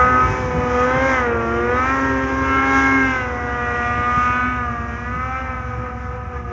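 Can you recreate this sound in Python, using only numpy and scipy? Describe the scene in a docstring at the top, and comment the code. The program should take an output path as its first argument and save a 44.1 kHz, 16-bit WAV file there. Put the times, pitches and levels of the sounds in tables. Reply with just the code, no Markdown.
"""A two-stroke twin snowmobile climbs a snowy hillside in surges of throttle and draws away over the crest.
Its exhaust is a stack of tones locked to the firings, with rasp and roaring gas; it gets brighter as it pulls.
The track hums and churns snow, made from a wavering tone and shaped noise, and the slope sends back an echo.
Another sled idles close by on uneven pulses, and wind noise with short thumps bumps the microphone."""
import sys
import numpy as np
from scipy import signal
from scipy.fft import rfft, irfft, next_fast_len
from scipy.io import wavfile
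from scipy.ndimage import uniform_filter1d, map_coordinates

SR = 44100
rng = np.random.default_rng(int(sys.argv[2]) if len(sys.argv) > 2 else 0)


def output_pcm(signal):
    """Save a mono or channel-first signal as 16-bit PCM at the path in sys.argv[1].

    Samples are clipped to [-1, 1] before scaling.
    """
    pcm = np.clip(np.atleast_2d(signal).T, -1, 1) * 32767
    wavfile.write(sys.argv[1], SR, np.round(pcm).astype(np.int16))


N = 287532  # length of the sound in samples

CRUISE_HZ = 250  # the firing rate about which the revs swing
HIDDEN_S = 4.6  # from here on the sled sinks out of sight behind the crest

# how often the engine fires: (t/s, f/Hz)
FIRING_RATE = [(0.0, 250.7), (0.39, 255.1), (0.54, 247.9), (0.77, 246.3), (0.87, 251.6), (0.96, 259.9),
               (1.02, 263.6), (1.07, 269.4), (1.15, 259.4), (1.29, 235.2), (1.41, 230.4), (1.49, 229.6),
               (1.55, 234.1), (1.61, 236.3), (1.7, 243.1), (1.75, 248.2), (1.84, 259.0), (1.93, 268.4),
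               (2.08, 267.6), (2.2, 264.8), (2.77, 269.7), (2.98, 268.4), (3.09, 262.6), (3.26, 249.3),
               (3.39, 243.2), (3.84, 240.2), (4.53, 250.4), (4.75, 235.6), (4.93, 234.7), (5.22, 255.0),
               (5.41, 261.8), (5.71, 248.3), (5.81, 251.0), (5.86, 246.9), (6.24, 248.2), (6.51, 239.0)]
FLYWHEEL_S = 0.09  # the flywheel rounds every turn of the revs over this time


def firing_rate():
    """The engine's firings a second; the heavy flywheel keeps them from changing abruptly."""
    return uniform_filter1d(curves(FIRING_RATE)[0], int(FLYWHEEL_S * SR), mode="nearest")


# how hard the engine pulls, as heard from below: (t/s, level/dB)
PULL = [(0.0, -19.5), (.25, -22), (.5, -28.5), (.8, -21), (1.1, -13.5), (1.48, -26.5), (1.9, -16),
        (2.28, -22), (2.6, -12.5), (2.9, -13), (3.33, -25), (3.8, -22), (4.35, -19.5), (4.75, -29),
        (5.35, -30.5), (5.8, -32), (6.52, -41.5)]


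def engine_effort():
    """Swings of the engine's pull about its mean, in dB; they drive the layers of the sled."""
    pull_db, = curves(PULL)
    return pull_db - pull_db.mean()


# weak tones halfway between the upper harmonics, from unequal cylinders: (multiple of the firing rate)
HALFWAY_ORDERS = [4.5, 5.5, 6.5, 7.5, 8.5, 9.5, 10.5]
# strength of the weak tones against the leading tones beside them: (f/Hz, level/dB)
HALFWAY_STRENGTH = [(1050, -10), (1200, -10), (1400, -20), (1700, -16), (2000, -15), (2300, -14),
                    (2900, -20)]
FLUTTER_DB, FLUTTER_DB_PER_S = 1, 1  # flutter in the moving air, and its gain per second hidden
BURN_DB = 0.7  # how much the strength varies from blast to blast


def exhaust(cycles, firing_hz, effort_db):
    """Leading and weak engine orders add up to one sharp, ringing blast per firing."""
    orders, levels = leading_levels(firing_hz, effort_db)
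    flutter_db = FLUTTER_DB + FLUTTER_DB_PER_S * hidden_for()
    blasts = sum(amp(db) * tone(cycles, order, flutter_db) for order, db in zip(orders, levels))
    for order in HALFWAY_ORDERS:
        place = np.interp(order, orders, np.arange(len(orders)))
        beside_db = (levels[int(place)] + levels[int(np.ceil(place))]) / 2
        # the pipe's colour stays put while the orders glide through it
        weak_db = beside_db + along(HALFWAY_STRENGTH, order * firing_hz)
        blasts += amp(weak_db) * tone(cycles, order, 1.5 * flutter_db)
    # no two charges burn alike, so each blast has its own strength
    burn = np.interp(cycles, np.arange(4096), rng.standard_normal(4096))
    return blasts * amp(BURN_DB * burn - 4.0)


# The levels below are those inside the exhaust's mix, before its overall cut.
# low drone, the firing tone and its octave: (t/s, firing tone level/dB, octave level/dB)
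DRONE_LEVELS = [(0.0, -34.5, -18), (0.16, -18, -26), (0.23, -33.5, -30), (0.76, -25, -16.5),
                (1.07, -24.5, -17), (1.16, -25, -24), (1.3, -27.5, -15.5), (1.45, -22.5, -25.5),
                (1.72, -28.5, -16.5), (1.85, -24.5, -31.5), (2.12, -19.5, -25.5), (2.289, -23, -28.5),
                (2.98, -15.5, -36.5), (3.11, -21.5, -32), (3.19, -37.5, -28), (3.74, -33, -27),
                (4.41, -28, -39), (4.47, -22.5, -54), (4.59, -31, -37.5), (6.52, -50, -34)]
# growl, the crank's third order, halfway between the firing tone and its octave: (t/s, level/dB)
GROWL_LEVEL = [(0, -37.5), (.3, -26.5), (1.101, -51.5), (1.351, -27), (1.65, -22.5), (1.85, -39),
               (2.1, -26), (3.0, -28), (3.298, -42.5), (5.0, -43), (5.601, -71), (6.52, -39.5)]
# body of the note, the 3rd harmonic: (t/s, level/dB)
BODY_LEVEL = [(0.0, -22.5), (0.31, -32), (1.09, -24.5), (1.14, -28.9), (1.95, -29), (2.17, -46),
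              (2.29, -30), (2.45, -48.5), (2.51, -35.6), (2.71, -21), (3.15, -32.5), (3.89, -23.5),
              (4.5, -37), (4.66, -30.0), (5.15, -42.5), (5.31, -29.5), (5.519, -38.5), (6.51, -40)]
# howl, the 5th harmonic on the pipe's main resonance: (t/s, level/dB)
HOWL_LEVEL = [(0.0, -8.5), (0.25, -14), (0.33, -37), (0.559, -31.5), (0.831, -16.5), (1.032, -32),
              (1.2, -17.5), (1.29, -27.5), (1.709, -24.5), (1.781, -15), (2.32, -34), (2.542, -17),
              (3.179, -27), (3.32, -31), (4.191, -14.5), (4.561, -20.5), (5.031, -35), (5.06, -27.5),
              (5.229, -23), (6.17, -39), (6.3, -34), (6.52, -38.5)]
# blare, the 6th harmonic on the pipe's next resonance: (t/s, level/dB)
BLARE_LEVEL = [(0, -16.5), (.25, -25.5), (.45, -47.5), (.75, -29.5), (1.08, -19), (1.352, -25.5),
               (1.6, -24.5), (1.999, -25), (2.35, -25.5), (2.85, -15), (3.15, -19.5), (3.35, -34),
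               (3.7, -24), (4.099, -26.5), (4.45, -18.5), (4.749, -37.5), (5.4, -32), (5.75, -40),
               (6.52, -49)]
# snarl, the 7th harmonic: (t/s, level/dB)
SNARL_LEVEL = [(0.0, -27.5), (0.49, -36), (0.71, -37.5), (0.77, -28), (1.08, -37.5), (1.13, -24),
               (1.42, -38.5), (1.92, -23.5), (2.23, -27), (2.31, -44.5), (3.04, -32), (3.28, -44.6),
               (3.35, -49), (3.56, -33.5), (4.99, -33.5), (5.55, -40), (5.71, -50.5), (6.51, -42)]
# whine, the 8th harmonic on the pipe's upper resonance: (t/s, level/dB)
WHINE_LEVEL = [(0, -24.5), (.45, -45.5), (0.749, -33.5), (1.15, -23), (1.399, -35), (1.899, -30.5),
               (2.099, -39), (2.351, -35.5), (2.55, -24.5), (2.951, -17.5), (3.3, -32), (3.8, -24),
               (4.3, -33.5), (4.75, -38), (5.35, -34.5), (5.699, -48.5), (6.52, -56)]
# buzz, the 9th harmonic: (t/s, level/dB)
BUZZ_LEVEL = [(0.0, -33.5), (0.17, -56), (0.25, -31), (0.83, -48), (1.14, -32), (1.32, -55.5), (1.9, -28.5),
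              (1.96, -43), (2.57, -40.5), (3.02, -44), (3.14, -33), (3.29, -65), (4.01, -33), (4.5, -30.5),
              (4.75, -58), (5.35, -35.5), (5.97, -57.5), (6.51, -61)]
# other leading tones, which change as the sled climbs and turns: (multiple of the firing rate,
# level/dB at the start and mean effort, dB per dB of effort, dB per Hz of revs above cruise, dB gained a second)
OTHER_LEADING = [(2.5, -42.5, 0.7, -0.55, -1), (3.5, -31, 0.2, 0.35, -3), (4, -29.6, 0.65, 0.21, -1)]
SWAY_DB = 1.3  # each of the other tones swells and sinks slowly on its own


def leading_levels(firing_hz, effort_db):
    """Multiples and dB of the leading tones: most have their own curves, the rest follow effort and revs."""
    tables = [DRONE_LEVELS, GROWL_LEVEL, BODY_LEVEL, HOWL_LEVEL,
              BLARE_LEVEL, SNARL_LEVEL, WHINE_LEVEL, BUZZ_LEVEL]
    level_curves = [db for table in tables for db in curves(table)]
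    levels = dict(zip([1, 2, 1.5, 3, 5, 6, 7, 8, 9], level_curves))
    for order, db, share, db_per_hz, db_per_s in OTHER_LEADING:
        engine_db = db + share * effort_db + db_per_hz * (firing_hz - CRUISE_HZ)
        levels[order] = engine_db + db_per_s * seconds() + SWAY_DB * wobble(10)
    orders = sorted(levels)
    return orders, [levels[order] for order in orders]


# exhaust resonances: (f/Hz, width/Hz)
PIPE_RESONANCES = [(600, 300), (1260, 170), (1560, 270), (2150, 320), (2900, 500)]
DRIFT_RAD, DRIFT_RAD_PER_S = 0.16, 0.13  # slow phase drift, and its gain per second hidden for order 1
SHAKE_RAD, SHAKES_PER_S = 0.034, 110  # quick shaking by uneven burning: angle per order, and its rate


def tone(cycles, order, flutter_db):
    """One engine order of rms near 1, a little rough and fluttering in the moving air."""
    hz = order * CRUISE_HZ
    # the pipe's resonances ring on after each firing and so delay the orders near them
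    lag = sum(np.arctan(2 * (hz - centre) / width) for centre, width in PIPE_RESONANCES)
    # the cylinders differ more in timing than in strength, which sets the halfway tones a quarter turn off
    lag += np.pi * (order % 1)
    # high tones drift most once the sled is hidden
    drift = (DRIFT_RAD + DRIFT_RAD_PER_S * hidden_for() * np.sqrt(order)) * wobble(24)
    shake = SHAKE_RAD * order * wobble(SHAKES_PER_S)
    flutter = amp(flutter_db * wobble(22))
    return np.sqrt(2) * flutter * np.cos(2 * np.pi * order * cycles - lag + drift + shake)


# overall level of the raspy edge, before its two parts are balanced: (t/s, level/dB)
EDGE_LEVEL = [(0.0, -36.5), (0.51, -41.5), (0.98, -33), (1.5, -41.5), (1.91, -34), (1.94, -37), (2.4, -40),
              (2.54, -32), (3.14, -32), (3.36, -46), (3.76, -35), (4.45, -33.5), (4.7, -44.5),
              (5.36, -40.5), (5.85, -48.5), (6.52, -48)]
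# spectrum of the edge's tones: (f/Hz, relative level/dB)
RASP_SPECTRUM = [(2300, -1), (2500, -2), (2700, -9.5), (3000, -11.5), (3400, -17), (3800, -20.5),
                 (4300, -32)]
# spectrum of the edge's rushing gas: (f/Hz, relative level/dB)
RUSH_SPECTRUM = [(1700, -29.5), (2200, 13.5), (2500, 8), (2900, 6), (3400, -26), (4000, -7.5), (5000, -60)]
RASP_TONES_DB, RASP_GAS_DB = -5, -7  # balance of the edge's tones and gas
RASP_SWAY_DB, RASP_FLUTTER_DB = 2.5, 3.5  # slow and quick wavering of each tone
RASP_LOAD = 0.09  # dB lost per order above the 10th and per dB of effort below full load
SHADE_DB_PER_S = 4  # the crest shades the tones by this much for each second hidden


def rasp(cycles, firing_hz, effort_db):
    """The highest orders and the gas rushing out with them give the note its edge; the crest shades the tones."""
    edge_db, = curves(EDGE_LEVEL)
    tones = 0
    for order in range(10, 17):
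        # the very top orders come out only under full load
        load_db = RASP_LOAD * (order - 10) * (effort_db - effort_db.max())
        db = along(RASP_SPECTRUM, order * firing_hz) + load_db + RASP_SWAY_DB * wobble(8.4)
        tones += amp(db) * tone(cycles, order, RASP_FLUTTER_DB)
    gas = coloured(puffs(cycles, depth=0.45), RUSH_SPECTRUM)
    shaded_tones = amp(RASP_TONES_DB - SHADE_DB_PER_S * hidden_for()) * tones
    return amp(edge_db) * (shaded_tones + amp(RASP_GAS_DB) * gas)


# gas roaring in the pipe: (level/dB at the start and mean effort, dB per dB of effort, dB lost a second)
ROAR_RULE = (-41, 1.15, 0.45)


def roar(cycles, effort_db):
    """Turbulent gas rings the pipe, louder the harder the engine pulls."""
    gas = unit(resonate(puffs(cycles, depth=0.4), centre_hz=1620, width_hz=360))
    return driven(ROAR_RULE, effort_db) * gas


# the track's hum: (level/dB at the start and mean effort, dB per dB of effort, dB lost a second)
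HUM_RULE = (-33.5, 0.14, 0.98)


def track_hum(cycles, effort_db):
    """The lugs strike the snow a little slower than the engine fires, so the two tones beat."""
    lugs = amp(2.5 * wobble(4)) * np.sin(2 * np.pi * 0.955 * cycles + 0.6 * wobble(7))
    return driven(HUM_RULE, effort_db) * lugs


# churned snow: (level/dB at the start and mean effort, dB per dB of effort, dB lost a second)
CHURN_RULE = (-28.3, 0.45, 1.95)
# spectrum of the churned snow: (f/Hz, relative level/dB)
CHURN_SPECTRUM = [(170, -20), (215, -13.5), (245, -14), (290, 0), (450, -1), (650, -4.5), (1000, -1.5),
                  (1400, -3.5), (1900, -6), (2300, -8.5), (2900, -24), (4000, -80)]


def snow_churn(cycles, effort_db):
    """The track throws up snow: shaped noise that pulses faintly with the firings."""
    return driven(CHURN_RULE, effort_db) * coloured(puffs(cycles, depth=0.034), CHURN_SPECTRUM)


# level of the hissing treble, about which it wavers: (t/s, level/dB)
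TREBLE_LEVEL = [(0.0, -45), (0.63, -47.5), (1.09, -39.5), (1.32, -51), (1.71, -50.5), (1.87, -45),
                (2.29, -48.5), (2.91, -40), (3.4, -52), (4.34, -48), (4.68, -57), (5.19, -57), (6.25, -62),
                (6.52, -62)]
# spectrum of the hiss: (f/Hz, relative level/dB)
HISS_SPECTRUM = [(2000, -39.5), (3000, 3), (3600, -2), (4300, -10), (5300, 0.5), (6000, 2.5), (6900, -4.5),
                 (7500, -16), (8000, -45)]


def gas_hiss(cycles):
    """Exhaust gas hisses in the treble and pulses with the firings."""
    level_db = curves(TREBLE_LEVEL)[0] + 1.7 * wobble(8.3)
    return amp(level_db) * coloured(puffs(cycles, depth=0.17), HISS_SPECTRUM)


# how long the slope's answer takes to fade by 60 dB; the answer is cut off after about a second: (f/Hz, t/s)
SLOPE_FADE = [(200, 8.7), (1500, 8.1), (7000, 0.037)]


def slope(x):
    """Snow and trees scatter a soft, late answer: fading noise that starts 20 ms after the sound."""
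    hz, t, z = signal.stft(rng.standard_normal(SR), SR, nperseg=256)
    fade = amp(-60 * t / along(SLOPE_FADE, hz)[:, None])
    tail = signal.istft(z * fade, SR, nperseg=256)[1]
    return signal.fftconvolve(np.pad(x, (SR // 50, 0)), tail / np.linalg.norm(tail))[:N]


ECHO_DB, ECHO_DB_PER_S = -22, 6  # the slope's answer against the direct sound, and its gain per second hidden
FLICKER_DB_PER_S, FLICKERS_PER_S = 0.6, 19  # depth gained for each second hidden, and rate


def over_the_crest(sled):
    """The slope's share grows as the sled hides, and air swirling over the crest makes the sound flicker."""
    echo = amp(ECHO_DB + ECHO_DB_PER_S * hidden_for())
    flicker = amp(FLICKER_DB_PER_S * hidden_for() * wobble(FLICKERS_PER_S))
    return flicker * (sled + echo * slope(sled)) / np.hypot(1, echo)


def hidden_for():
    """Seconds since the sled began to sink behind the crest."""
    return np.maximum(seconds() - HIDDEN_S, 0)


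# spectrum of the idling sled's pulses: (f/Hz, relative level/dB)
IDLE_SPECTRUM = [(20, -31.5), (40, -33), (55, 7), (67, -1.5), (80, 24), (90, 12.5), (112, 18.5), (134, 3),
                 (160, -3.5), (200, -17.5), (300, -33.5), (700, -45.5), (2000, -65.5)]
IDLE_HZ = 66.9  # mean firings a second
IDLE_PULSES_DB, IDLE_THROB_DB = -32.5, -34.5


def idler():
    """A three-cylinder sled idles unevenly nearby: its firing tone lopes under lumpy pulses from a deep silencer."""
    cycles = np.cumsum(IDLE_HZ * (1 + 0.0045 * wobble(3.3))) / SR
    pulses = firings(cycles + 0.1 * wobble(9), [2.5, -1.5, -3.5], scatter_db=2.2, jitter=0.065)
    # the lope comes round about once in six firings
    lope = 1 + 0.45 * np.sin(2 * np.pi * cycles / 6 + 1.1 * wobble(5))
    throb = np.sqrt(2) * lope * np.cos(2 * np.pi * cycles)
    return amp(IDLE_PULSES_DB) * coloured(pulses, IDLE_SPECTRUM) + amp(IDLE_THROB_DB) * throb


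# spectrum of the wind's rumble: (f/Hz, relative level/dB)
WIND_SPECTRUM = [(20, -60.5), (35, -36.5), (55, 2), (90, 1), (150, -2.5), (220, -6.5), (350, -15.5),
                 (800, -55)]
# gusts; the length is from the peak to 1/e: (t/s, peak level/dB, length/s, thump f/Hz)
GUST_TIMES = [(.255, -28, .03, 120), (.31, -19, .016, 110), (.45, -26, .022, 75), (.55, -24, .014, 160),
              (.585, -23, .018, 80), (.64, -29, .012, 150), (.972, -24, .012, 130), (4.0, -26, .02, 105),
              (4.18, -21, .008, 130), (4.465, -29, .018, 130), (5.16, -31, .02, 140),
              (5.79, -32, .018, 120), (6.25, -35, .015, 135)]
# steady wind: its level, how much stronger it starts, and the time in seconds over which that dies down
BREEZE_DB, BREEZE_START_DB, BREEZE_CALMS_S = -37.5, 11.5, 0.84
GUST_RUMBLE_DB = -1.5  # a gust's rumble against its thump


def wind():
    """A dying breeze rumbles on the microphone; each short gust gives it a low thump and a puff of rumble."""
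    t = seconds()
    breeze_db = BREEZE_DB + BREEZE_START_DB * np.exp(-t / BREEZE_CALMS_S)
    rumble = coloured(rng.standard_normal(N), WIND_SPECTRUM)
    air = amp(breeze_db) * rumble
    for start, db, length, hz in GUST_TIMES:
        swell = np.exp(-((t - start) / length) ** 2)
        thump = np.sqrt(2) * np.cos(2 * np.pi * hz * (t - start))
        air += amp(db) * swell * (thump + amp(GUST_RUMBLE_DB) * rumble)
    return air


def puffs(cycles, depth):
    """Gas noise that bursts once per firing."""
    return unit(rng.standard_normal(N) * np.exp(depth * np.cos(2 * np.pi * (cycles - 0.1))))


def firings(cycles, cylinder_db, scatter_db, jitter):
    """One pulse per whole cycle, sized by its cylinder, scattered in size and timing (jitter in cycles)."""
    count = np.arange(1, int(cycles[-1]))
    chance = rng.standard_normal((4096, 2))[:len(count)]
    at = np.interp(count + jitter * chance[:, 0], cycles, np.arange(N))
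    size = amp(np.array(cylinder_db)[count % len(cylinder_db)] + scatter_db * chance[:, 1])
    # a short windowed sinc places each pulse between samples
    taps = at.astype(int)[:, None] + np.arange(-7, 9)
    offset = taps - at[:, None]
    shape = np.sinc(offset) * np.sinc(offset / 8)
    return np.bincount(np.clip(taps, 0, N - 1).ravel(), (size[:, None] * shape).ravel(), N)


def driven(rule, effort_db):
    """Gain of a layer that swells with the effort and fades as the sled draws away."""
    db, share, fade_db_per_s = rule
    return amp(db + share * effort_db - fade_db_per_s * seconds())


def resonate(x, centre_hz, width_hz):
    """x through two like resonances in a row."""
    def response(hz):
        damping = 1j * hz * width_hz
        return (damping / (centre_hz ** 2 - hz * hz + damping)) ** 2
    return filtered(x, response)


def coloured(x, spectrum):
    """x filtered by the given (f/Hz, level/dB) curve, at rms 1."""
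    return unit(filtered(x, lambda hz: amp(along(spectrum, hz))))


def filtered(x, response):
    """x times a complex response of frequency."""
    m = next_fast_len(N + SR // 2)
    return irfft(rfft(x, m) * response(np.fft.rfftfreq(m, 1 / SR)), m)[:N]


def wobble(rate):
    """A smooth random curve, rate knots a second."""
    coarse = np.arange(0, N + 32, 32)
    knots = rng.standard_normal(4096)
    return np.interp(np.arange(N), coarse, map_coordinates(knots, [coarse * rate / SR], mode="wrap"))


def curves(rows):
    """One value per sample for each column after the time."""
    times, *columns = np.transpose(rows)
    return [np.interp(seconds(), times, column) for column in columns]


def along(points, hz):
    """(f/Hz, value) points read on a log axis."""
    f, values = np.transpose(points)
    return np.interp(np.log(hz + 1), np.log(f + 1), values)


def seconds():
    """The time of each sample."""
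    return np.arange(N) / SR


def amp(db):
    """Decibels to gain."""
    return 10 ** (np.asarray(db) / 20)


def unit(x):
    """x at rms 1."""
    return x / np.sqrt(np.mean(x ** 2) + 1e-20)


def scene():
    """The climbing sled and its echo, the idling one, and the wind."""
    firing_hz = firing_rate()
    effort_db = engine_effort()
    # engine phase: one cycle per firing, with a tiny unsteadiness
    cycles = np.cumsum(firing_hz * (1 + 0.00038 * wobble(25))) / SR
    engine = exhaust(cycles, firing_hz, effort_db) + rasp(cycles, firing_hz, effort_db) + roar(cycles, effort_db)
    track = track_hum(cycles, effort_db) + snow_churn(cycles, effort_db)
    sled = engine + track + gas_hiss(cycles)
    return (over_the_crest(sled) + idler() + wind())[None]


LOW_CUT_HZ, TOP_HZ = 38, 7900  # bass corner and upper band limit


def record(dry):
    """The microphone's path cuts the deepest bass and keeps nothing above its band limit."""
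    def response(hz):
        low_cut = 1 / np.sqrt(1 + (LOW_CUT_HZ / (hz + 1)) ** 12)
        return low_cut * (hz < TOP_HZ)
    return filtered(dry[0], response)[None]


dry = scene()
out = record(dry)
output_pcm(out)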